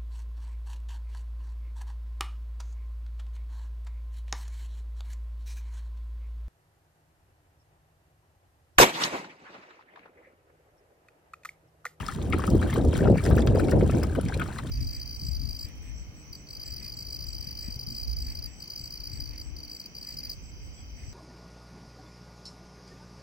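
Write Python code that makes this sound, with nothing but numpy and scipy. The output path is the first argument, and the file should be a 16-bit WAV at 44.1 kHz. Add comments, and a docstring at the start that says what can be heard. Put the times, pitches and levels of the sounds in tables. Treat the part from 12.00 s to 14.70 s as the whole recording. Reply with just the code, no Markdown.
"""Wet laps, plops and smacks: several dogs drink from a plastic tub on open ground, close below the microphone.
Tongues slap the surface (bubble clusters), pop air pockets (short resonances) and snap wet films (noise bursts).
Froth ticks and fine spatter surround them, over bubbling, washing liquid; the tub's walls answer briefly.
Gusts of wind buffet the microphone with a noise rumble, a flutter of dull pulses and single thumps.
Behind lie a faint echo of the yard and the outdoor air, both shaped noise."""
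import sys
import numpy as np
from scipy import signal
from scipy.fft import rfft, irfft, next_fast_len
from scipy.io import wavfile
from scipy.ndimage import uniform_filter1d, map_coordinates

SR = 44100
rng = np.random.default_rng(int(sys.argv[2]) if len(sys.argv) > 2 else 0)


def materialize(psi):
    """Save the field psi as 16-bit PCM at rate SR to the path in sys.argv[1].

    A 1-D psi becomes a single channel; in a 2-D psi each row is a channel.
    """
    bounded = np.clip(np.atleast_2d(psi).T, -1, 1)
    quanta = np.round(bounded * 32767).astype(np.int16)
    wavfile.write(sys.argv[1], SR, quanta)


N = 119070

# Levels are starting levels, before the trims, echoes, filters and port differences that follow.
# Colours give relative level over frequency.

# Air pockets popped by the tongues [t/s, f/Hz, level/dB, swell/ms]
PLOPS = [(0.085, 1240, -26.5, 1.7), (0.3244, 2110, -26, 1.4), (0.3329, 1253, -22, 1.6),
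         (0.3792, 1380, -33, 0.91), (0.3935, 1170, -31, 1.5), (0.4197, 1430, -30, 0.85),
         (0.4386, 1280, -23, 0.79), (0.477, 1240, -29, 1.8), (0.616, 1290, -31, 1.5),
         (0.6272, 1570, -26, 1), (0.697, 1750, -34.5, 1.6), (.7280, 1230, -29, 0.62),
         (0.733, 2040, -37, 1.1), (0.759, 1100, -27.5, 1.5), (0.7795, 1220, -36.5, 1.2),
         (0.931, 1300, -30.5, 0.43), (0.9512, 2010, -32, 0.71), (0.9595, 1340, -35.5, 1.1),
         (1.0557, 1374, -34.5, 3.6), (1.073, 1300, -27, 1), (1.171, 1690, -40, 2.2),
         (1.1795, 1870, -39, 2.6), (1.2533, 1750, -32, 1), (1.264, 1730, -25.5, 0.59),
         (1.3108, 1240, -25, 0.41), (1.378, 1240, -24, 0.82), (1.383, 1520, -24, 0.73),
         (1.473, 1270, -25, 0.44), (1.557, 1440, -30.5, 0.45), (1.596, 1360, -27, 0.88),
         (1.685, 1220, -31.5, 0.49), (1.684, 2140, -37, 1.1), (1.7195, 1420, -29, 2.1),
         (1.718, 1820, -32.5, 1.8), (1.8087, 1270, -34.5, 0.92), (1.8105, 2160, -34, 1),
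         (1.8961, 1295, -34.5, 1.35), (1.8976, 2460, -35, 0.7), (2.0297, 1360, -25.5, 0.42),
         (2.0392, 1130, -35, 0.72), (2.1515, 1440, -30.5, 0.79), (2.198, 1400, -36, 1.3),
         (2.231, 1340, -41.5, 1.5), (2.261, 2270, -37.5, 1.4), (2.298, 770, -33.5, 0.74),
         (2.2851, 2020, -31.5, 0.22), (2.3236, 1500, -29.5, 0.66), (2.341, 2370, -33.5, 0.72),
         (2.3969, 1410, -30, 1.5), (2.41, 1350, -32, 1.5), (2.4163, 1440, -22.5, 1.6),
         (2.461, 1250, -36.5, 1), (2.486, 785, -34.5, 1.1), (2.5858, 1940, -35.5, 1.9),
         (2.5872, 1174, -31.5, 1.2)]
PLOP_RISE = 0.0078  # relative pitch rise per swell time, for all bubbles but the fine grains
PLOP_SNAP_DB = -11.5
PLOP_OVERTONE_DB, PLOP_OVERTONE_RATIO = -16.5, 1.7  # second resonance
PLOP_SPLASH_DB, PLOP_SPLASH_S = -10, 0.0082
# Small bubbles that burst after each plop
DROPLET_DB, DROPLET_SPREAD_S, DROPLET_HZ, DROPLET_SWELL_CYCLES = -19, 0.013, 2510, 1.36

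# Tongues slapping the surface [t/s, centre f/Hz, level/dB, life/ms]
SLAPS = [(0.216, 3370, -38, 4), (.3245, 2590, -23.5, 2.44), (0.334, 2300, -29.5, 5.9),
         (0.62, 1880, -37, 8.9), (.727, 2740, -34, 10), (0.95, 2620, -46, 5.7), (1.043, 2560, -36, 7),
         (1.180, 1930, -29, 6), (1.4722, 2960, -24, 1.5), (1.597, 2180, -33, 5.4),
         (1.92, 1450, -37.5, 10.3), (2.156, 2440, -38.5, 4.3), (2.3958, 2700, -28.5, 2.5),
         (2.414, 2060, -32, 5)]
SLAP_DB, SLAP_PITCH_SPREAD, SLAP_SWELL_CYCLES = -2.5, 0.19, 1.94  # spread is of log pitch

# Wet films snapping on lips and tongues [t/s, f/Hz, level/dB, swell/ms]
SMACKS = [(0.064, 5050, -32.5, 0.61), (.0850, 3370, -40.5, 0.81), (0.121, 5160, -45, 0.67),
          (0.3847, 9850, -40.5, 1.2), (.4385, 3360, -38.5, 0.65), (0.464, 9000, -43, 1.44),
          (0.4686, 4900, -43, 1.6), (.5023, 4840, -35.5, 0.27), (0.6243, 3850, -42, 2.2),
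          (.7594, 2990, -38.5, 1.3), (.9397, 5000, -34, 0.34), (0.9545, 3700, -39, 0.59),
          (0.978, 4100, -47, 2.2), (1.1713, 4610, -43.5, 1.9), (1.2386, 8340, -40.5, 1.5),
          (1.239, 5030, -39, 0.65), (1.2523, 4950, -37, 0.93), (1.383, 5800, -40, 0.87),
          (1.4058, 4900, -35.5, 0.48), (1.4204, 3540, -34, 0.68), (1.4729, 4300, -24, 0.17),
          (1.557, 4670, -41, 0.81), (1.598, 3950, -44.5, 1.9), (1.6462, 3960, -38, 0.53),
          (1.7130, 5100, -27, 0.13), (1.9118, 6040, -30, 0.14), (2.0327, 5050, -31.5, 1.05),
          (2.2118, 10500, -32.5, 0.3), (2.2857, 5330, -33.5, 0.21), (2.339, 4065, -36, 2),
          (2.3965, 3470, -41, 0.56), (2.5833, 4030, -36, 1.5), (2.6718, 3440, -37.5, 0.54)]
SMACK_SNAP_DB, SMACK_RISE = -4, 0.01  # rise is relative, per swell time

# Needle-sharp clicks of bursting froth [t/s, level/dB]
TICKS = [(0.3017, -33.5), (0.385, -33), (0.4678, -27), (0.5026, -27), (0.554, -33.5), (0.677, -42),
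         (0.741, -26), (0.9768, -31), (1.239, -31), (1.302, -31), (1.366, -26.5), (1.4646, -32),
         (1.5532, -34), (1.599, -29), (1.7105, -27), (1.811, -41), (1.911, -33), (1.97, -35),
         (2.0333, -26.5), (2.152, -32.5), (2.2126, -34), (2.398, -31)]
TICK_DB, TICK_LIFE_S = 3.5, 0.0002

# Course of the fine spatter [t/s, level/dB]
SPATTER_COURSE = [(0.0, -42.5), (0.03, -53.5), (0.06, -45.5), (0.14, -44), (0.17, -55.5), (0.23, -49.5),
                  (0.31, -53.5), (0.33, -50), (0.35, -49.5), (0.48, -47.5), (0.59, -51.5), (0.62, -45),
                  (0.65, -46.5), (0.74, -45.5), (0.89, -50.5), (0.95, -41), (1.15, -58), (1.17, -45.5),
                  (1.22, -50), (1.24, -40.5), (1.36, -50), (1.42, -46), (1.44, -76), (1.47, -53),
                  (1.49, -48), (1.54, -59), (1.6, -38.5), (1.62, -51), (1.71, -43.5), (1.71, -45),
                  (1.74, -55.5), (1.97, -45.5), (2.02, -51), (2.04, -66), (2.05, -52.5), (2.41, -50),
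                  (2.53, -52), (2.59, -43), (2.61, -58.5), (2.7, -47)]
# Colour of the fine spatter [f/Hz, level/dB]
SPATTER_COLOUR = [(900, -30), (2000, -10), (3200, 6), (5000, 3), (6500, 4.5), (9000, 4), (12000, -1),
                  (15500, -6)]
DROPS_DB, FROTH_DB, FIZZ_DB = -7, -7, -14.5

# Course of the stirred liquid [t/s, level/dB]
SLOSH_COURSE = [(0.0, -44.5), (0.24, -56), (0.41, -53), (0.56, -55.5), (0.71, -46), (0.88, -58),
                (0.99, -43.5), (1.11, -60.5), (1.16, -46), (1.51, -56), (1.85, -52.5), (1.99, -53.5),
                (2.23, -56), (2.37, -54), (2.59, -48.5), (2.63, -58), (2.7, -51)]
# Colour of the liquid's wash [f/Hz, level/dB]
WASH_COLOUR = [(400, -10), (800, -1), (1300, 5.5), (2000, 1), (3000, -10.5), (5000, -16.5)]
BUBBLES_DB, WASH_DB = 0.5, -3

# Course of the deep wind rumble on the microphone [t/s, level/dB]
RUMBLE_COURSE = [(0.0, -32), (0.11, -42.5), (0.17, -32), (0.38, -25), (0.43, -33.5), (0.54, -18.5),
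                 (0.69, -28), (0.89, -21.5), (0.93, -28.5), (1.12, -17), (1.22, -29.5), (1.32, -17),
                 (1.46, -24.5), (1.48, -19), (1.72, -27.5), (1.74, -18.5), (2.23, -30), (2.26, -22.5),
                 (2.32, -37.5), (2.35, -25.5), (2.53, -38), (2.7, -32.5)]
# Colour of the rumble [f/Hz, level/dB]
RUMBLE_COLOUR = [(20, -31), (28, -30), (38, -10.5), (50, -5.5), (75, -1.5), (110, -6.5), (170, -10.5),
                 (260, -16.5), (500, -37), (1000, -96)]
# Course of the wind flutter above the rumble [t/s, level/dB]
FLUTTER_COURSE = [(0.0, -46), (0.15, -55.5), (0.19, -35.5), (0.33, -36.5), (0.34, -28), (0.42, -37.5),
                  (0.555, -23.5), (0.6, -37.5), (0.65, -25.5), (0.72, -42.5), (0.77, -26), (1.0, -33),
                  (1.01, -24.5), (1.11, -20.5), (1.22, -46.5), (1.25, -26.5), (1.73, -26), (1.74, -19),
                  (1.81, -28), (1.83, -21), (1.92, -43), (1.94, -24), (2.15, -41), (2.185, -24),
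                  (2.21, -43), (2.43, -37.5), (2.47, -45.5), (2.62, -50), (2.65, -39), (2.7, -55)]
# Colour of the flutter [f/Hz, level/dB]
FLUTTER_COLOUR = [(80, -60), (170, -4), (260, 0.5), (400, -1.5), (550, -7.5), (750, -15), (1000, -25.5),
                  (1600, -58), (3000, -87)]
FLUTTER_DB = -0.5
# Dull thumps of the strongest eddies on the microphone [t/s, f/Hz, level/dB, Gaussian width/ms]
EDDIES = [(.348, 326, -14.5, 2), (.486, 195, -15, 3), (.535, 171, -7.5, 2.6), (.551, 346, -10.5, 1.97),
          (.779, 422, -14.5, 1.6), (.822, 460, -24, 1.1), (.853, 560, -20.5, 1.3), (.862, 430, -18, 2.4),
          (.884, 69, -13.5, 11.4), (0.937, 436, -18, 1.3), (1.023, 345, -11.5, 1.3),
          (1.04, 403, -13.5, 0.65), (1.056, 564, -17, 0.34), (1.087, 415, -13, 2.6),
          (1.101, 540, -11.5, 1.4), (1.111, 222, -11, 1.55), (1.128, 380, -11.5, 0.7), (1.143, 500, -22, 3),
          (1.158, 490, -18.5, 0.65), (1.28, 315, -16, 1.8), (1.306, 500, -14, 0.6), (1.327, 99, -8, 6.1),
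          (1.333, 450, -16, 0.74), (1.37, 400, -15, 0.71), (1.394, 450, -17.5, 1.5), (1.407, 257, -14, 1.6),
          (1.487, 111, -11, 7.1), (1.506, 380, -17.5, 1.8), (1.553, 460, -10, 1.5),
          (1.574, 634, -16.5, 0.74), (1.583, 410, -16, 1.2), (1.634, 320, -15, 2), (1.737, 500, -15, 1.3),
          (1.749, 403, -13, 0.71), (1.776, 416, -13, 1.04), (1.829, 427, -10.5, 1.66),
          (1.896, 406, -15, 0.66), (1.958, 335, -18.5, 1.2), (1.971, 318, -17, 2.1),
          (2.174, 300, -16, 0.79), (2.183, 280, -24, 1.3), (2.189, 518, -14.5, 1.16),
          (2.369, 466, -23.5, 1.6)]
EDDY_DB = -0.5
# Wind at the two microphone ports [f/Hz, left minus right level/dB]
WIND_BALANCE = [(200, 0.5), (380, 0), (600, 3), (1000, 5.5)]
WIND_LOW_CUT_HZ = 30  # half gain here

# Colour of the background noise, with a deep gap near 12 kHz [f/Hz, level/dB]
AIR_COLOUR = [(100, 5), (300, -13), (640, -18.5), (1340, -22.5), (3000, -33), (6600, -28), (9500, -31),
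              (12000, -63), (15500, -55)]
AIR_DB = -47.5

# Echo decay times and levels of the tub's walls and of the yard
TUB_T60_S, TUB_DB, YARD_T60_S, YARD_DB = 0.025, -2, 0.23, -15.5

# Phase at the two microphone ports [f/Hz, left lead/rad]
PORT_PHASE = [(100, 0), (950, -.5), (2900, .8), (3700, .1), (5500, -.2), (6900, -3.1), (7750, -5.8),
              (9700, -6.5), (11200, -8.8), (13000, -9.9), (14200, -12.4), (16000, -12.6)]
# Balance of the two microphone ports [f/Hz, left minus right level/dB]
PORT_BALANCE = [(200, -5), (700, 16.5), (1290, 7), (2380, 4.5), (4400, 2), (8120, 0.8), (15000, -1)]
TOP_HZ = 16300  # recorder's band limit


def plops():
    """Each popped pocket gives a snap, two short resonances, a little splash and a cluster of droplets."""
    track, t = np.zeros((2, N)), np.arange(1400) / SR
    for s, hz, db, swell_ms in PLOPS:
        swell_s = swell_ms / 1000
        ring = pocket(t, hz, swell_s, PLOP_RISE)
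        upper_hz = hz * PLOP_OVERTONE_RATIO * np.exp(rng.normal(0, 0.174))
        upper = amp(PLOP_OVERTONE_DB) * pocket(t, upper_hz, 0.56 * swell_s, PLOP_RISE)
        crack = amp(PLOP_SNAP_DB) * snap(t, life_s=0.00033, lo_hz=1200, hi_hz=7650)
        splash = amp(PLOP_SPLASH_DB) * snap(t, life_s=PLOP_SPLASH_S, lo_hz=0.65 * hz, hi_hz=1.29 * hz)
        add(track, s, amp(db) * in_tub(ring + upper + crack + splash))
        add(track, s, amp(db + DROPLET_DB) * in_tub(droplets(t, count=5)))
    return track


def droplets(t, count):
    """Small bubbles of random pitch and size burst at random short delays."""
    r = rng.standard_normal((count, 3))
    hz = DROPLET_HZ * np.exp(0.49 * r[:, :1])
    delay = DROPLET_SPREAD_S * np.abs(r[:, 1:2])
    age = np.maximum(t - delay, 0)
    size = amp(3.1 * np.minimum(r[:, 2:], 1))
    return (size * pocket(age, hz, DROPLET_SWELL_CYCLES / hz, PLOP_RISE)).sum(0)


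def slaps():
    """A tongue hits the liquid and traps a tight cluster of bubbles, the later ones weaker."""
    track, t = np.zeros((2, N)), np.arange(1800) / SR
    for s, hz, db, life_ms in SLAPS:
        add(track, s, amp(db + SLAP_DB) * in_tub(cluster(t, hz, life_ms / 1000, count=12)))
    return track


def cluster(t, hz, life_s, count):
    """Bubbles of either polarity overlap around one pitch; energy is scaled to the cluster's life."""
    r = rng.standard_normal((count, 2))
    late = np.linspace(0, 1, count)[:, None] ** 2 * 2.9  # delay in lives, crowded towards the start
    pitch = hz * np.exp(SLAP_PITCH_SPREAD * r[:, :1])
    age = np.maximum(t - late * life_s, 0)
    size = np.sign(r[:, 1:]) * np.exp(-late / 2)
    burst = (size * pocket(age, pitch, SLAP_SWELL_CYCLES / pitch, PLOP_RISE)).sum(0)
    return to_life(burst, life_s)


def smacks():
    """Wet films snap with a high, very short chirp and a burst of noise."""
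    track, t = np.zeros((2, N)), np.arange(1000) / SR
    for s, hz, db, swell_ms in SMACKS:
        swell_s = swell_ms / 1000
        chirp = pocket(t, hz, swell_s, SMACK_RISE)
        crack = amp(SMACK_SNAP_DB) * snap(t, life_s=2.9 * swell_s, lo_hz=2240, hi_hz=9350)
        add(track, s, amp(db) * in_tub(chirp + crack))
    return track


def ticks():
    """Froth bursts in needle-sharp clicks of high noise."""
    track, t = np.zeros((2, N)), np.arange(400) / SR
    for s, db in TICKS:
        add(track, s, amp(db + TICK_DB) * in_tub(snap(t, life_s=TICK_LIFE_S, lo_hz=7000, hi_hz=15800)))
    return track


def spatter():
    """Droplets and froth crackle over the low bubbling and wash of the stirred liquid."""
    drops = coloured(grains(count=1500, pitch_hz=5525, spread=0.95, cycles=2.2, scatter_db=4.0), SPATTER_COLOUR)
    drops = steadied(in_tub(drops)[:, :N], span_s=0.18)
    crackle = coloured(froth(count=2000, scatter_db=10), SPATTER_COLOUR)
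    crackle = steadied(in_tub(crackle)[:, :N], span_s=0.13)
    fizz = coloured(rng.standard_normal(N), SPATTER_COLOUR)
    fine = amp(DROPS_DB) * drops + amp(FROTH_DB) * crackle + amp(FIZZ_DB) * fizz

    bubbles = grains(count=1100, pitch_hz=1602, spread=0.606, cycles=1.8, scatter_db=7.5)
    bubbles = steadied(in_tub(bubbles)[:, :N], span_s=0.158)
    wash = coloured(rng.standard_normal(N), WASH_COLOUR)
    stirred = amp(BUBBLES_DB) * bubbles + amp(WASH_DB) * wash
    return level(SPATTER_COURSE) * fine + level(SLOSH_COURSE) * stirred


def grains(count, pitch_hz, spread, cycles, scatter_db):
    """Tiny bubbles sound at random times, with random pitch and size."""
    r, t = rng.random((count, 3)), np.arange(600) / SR
    hz = np.clip(pitch_hz * np.exp(spread * (2 * r[:, 1:2] - 1)), 200, 16000)
    size = amp(-scatter_db * np.log(1 - .97 * r[:, 2:]))
    waves = size * pocket(t, hz, cycles / hz, rise=0.018)
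    index = (r[:, :1] * N).astype(int) + np.arange(len(t))
    return np.bincount(index.ravel(), waves.ravel(), N)[:N]


def froth(count, scatter_db):
    """Single-sample clicks fall at random times, with uneven size and either polarity."""
    r = rng.random((count, 3))
    size = amp(-scatter_db * np.log(1 - .98 * r[:, 1])) * np.sign(r[:, 2] - .5)
    return np.bincount((r[:, 0] * N).astype(int), size, N)


def pocket(t, hz, swell_s, rise):
    """A small air pocket swells and dies, rising in pitch over its first eight swell times."""
    u = t / swell_s
    envelope = u * np.exp(1 - u)
    return envelope * np.sin(2 * np.pi * hz * t * (1 + rise * np.minimum(u, 8) / 2))


def snap(t, life_s, lo_hz, hi_hz):
    """A tearing wet film gives a spiky burst of band-limited noise."""
    burst = rng.standard_normal(len(t)) * np.exp(-t / life_s) * (1 - np.exp(-t / (0.28 * life_s)))
    band = [lo_hz, min(hi_hz, .45 * SR)]
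    burst = signal.sosfilt(signal.butter(2, band, 'bandpass', fs=SR, output='sos'), burst)
    return to_life(burst, life_s)


def to_life(burst, life_s):
    """Scale a burst so that its rms, reckoned over one life, is a half."""
    return burst / np.sqrt(np.sum(burst ** 2) / (life_s * SR)) / 2


def in_tub(sound):
    """The tub's walls add a brief stereo answer, partly shared by both microphone ports."""
    h = tail(TUB_T60_S, length_s=0.032)
    shared, opposed = 0.8 * h[0], 0.52 * np.array([[1], [-1]]) * h[1]
    h = amp(TUB_DB) * (shared + opposed)
    h[:, 0] += 1  # direct sound
    return signal.fftconvolve(h, sound[None], axes=1)


def wind():
    """Gusts rumble and flutter on the microphone, and single eddies thump it."""
    rumble = level(RUMBLE_COURSE) * buffet(RUMBLE_COLOUR, side_db=-13.0, lumpy_db=1.5, lumps_per_s=31)
    flutter = amp(FLUTTER_DB) * level(FLUTTER_COURSE) * patter(count=2000, side_db=-3.5)

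    def response(hz):
        low_cut = hz ** 4 / (hz ** 4 + WIND_LOW_CUT_HZ ** 4)
        return low_cut * amp(np.array([[.5], [-.5]]) * along(WIND_BALANCE, hz))
    return filtered(rumble + flutter + eddy_thumps(), response)


def buffet(colour, side_db, lumpy_db, lumps_per_s):
    """Turbulent pressure comes as noise in quick lumps, nearly the same at both ports."""
    knots = rng.standard_normal(2000)
    lumps = amp(lumpy_db * map_coordinates(knots, [np.arange(N) * lumps_per_s / SR], mode='wrap'))
    mid, side = rng.standard_normal((2, N)) * lumps
    side = amp(side_db) * side
    return steadied(coloured(np.array([mid + side, mid - side]), colour), span_s=0.0418)


def patter(count, side_db):
    """Closely packed dull pressure pulses reach both ports, with opposed noise between them."""
    mid = froth(count=count, scatter_db=2.5)
    side = amp(side_db) * rng.standard_normal(N) * np.sqrt(count / N)
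    return steadied(coloured(np.array([mid + side, mid - side]), FLUTTER_COLOUR), span_s=0.045)


def eddy_thumps():
    """Each strong eddy presses the microphone with a Gaussian-shaped tone of random phase."""
    thumps, t = np.zeros(N), np.arange(-2000, 2000) / SR
    for s, hz, db, width_ms in EDDIES:
        envelope = np.exp(-(t * 1000 / width_ms) ** 2 / 2)
        tone = np.cos(2 * np.pi * (hz * t + rng.random()))
        add(thumps, s + t[0], amp(db + EDDY_DB) * envelope * tone)
    return thumps


def yard_echo(sound):
    """The yard returns a faint, decaying noise-like echo."""
    return amp(YARD_DB) * signal.fftconvolve(sound, tail(YARD_T60_S, length_s=0.24), axes=1)[:, :N]


def outdoor_air():
    """The outdoor background is steady coloured noise, partly shared by both ports."""
    noise = rng.standard_normal(N) + 2.1 * rng.standard_normal((2, N))
    return amp(AIR_DB) * coloured(noise, AIR_COLOUR)


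def at_ports(x):
    """Sound reaches the two microphone ports with different level and phase."""
    half = np.array([[.5], [-.5]])

    def response(hz):
        return amp(half * along(PORT_BALANCE, hz)) * np.exp(1j * half * along(PORT_PHASE, hz))
    return filtered(x, response)


def tail(t60_s, length_s):
    """A fresh stereo echo tail of decaying noise, with unit energy in its first channel."""
    t = np.arange(int(length_s * SR)) / SR
    h = rng.standard_normal((2, len(t))) * amp(-60 * t / t60_s) * (1 - np.exp(-t / 0.00065))
    return h / np.linalg.norm(h[0])


def amp(db):
    """Decibels to gain."""
    return 10 ** (np.asarray(db) / 20)


def unit(x):
    """Scale to rms 1."""
    return x / np.sqrt(np.mean(x ** 2) + 1e-20)


def along(points, hz):
    """Interpolate [f/Hz, value] points on a log frequency axis."""
    f, v = np.transpose(points)
    return np.interp(np.log(hz + 1), np.log(f + 1), v)


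def level(rows):
    """Turn [t/s, level/dB] points into one gain per sample."""
    s, db = np.transpose(rows)
    return amp(np.interp(np.arange(N) / SR, s, db))


def filtered(x, response):
    """Multiply the spectrum of x by a complex response of frequency."""
    m = next_fast_len(N + SR // 4)
    return irfft(rfft(x, m) * response(np.fft.rfftfreq(m, 1 / SR)), m)[..., :N]


def coloured(x, colour):
    """Give x a [f/Hz, level/dB] colour, at rms 1."""
    return unit(filtered(x, lambda hz: amp(along(colour, hz))))


def steadied(x, span_s):
    """Divide out the slow swells of x, at rms 1."""
    power = uniform_filter1d(np.atleast_2d(x ** 2).mean(0), max(int(span_s * SR), 8))
    return unit(x / np.sqrt(np.abs(power) + 0.01 * power.mean()))


def add(track, s, sound):
    """Mix a sound into a track at a time in seconds."""
    start = int(np.clip(round(s * SR), 0, N - 1))
    track[..., start:start + sound.shape[-1]] += sound[..., :N - start]


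def scene():
    """The dogs drink close below the microphone, with yard echo and air behind and wind on the ports."""
    drinking = plops() + slaps() + smacks() + ticks() + spatter()
    return at_ports(drinking + yard_echo(drinking) + outdoor_air()) + wind()


def record(dry):
    """The recorder keeps nothing above its band limit."""
    return filtered(dry, lambda hz: hz < TOP_HZ)


dry = scene()
out = record(dry)
materialize(out)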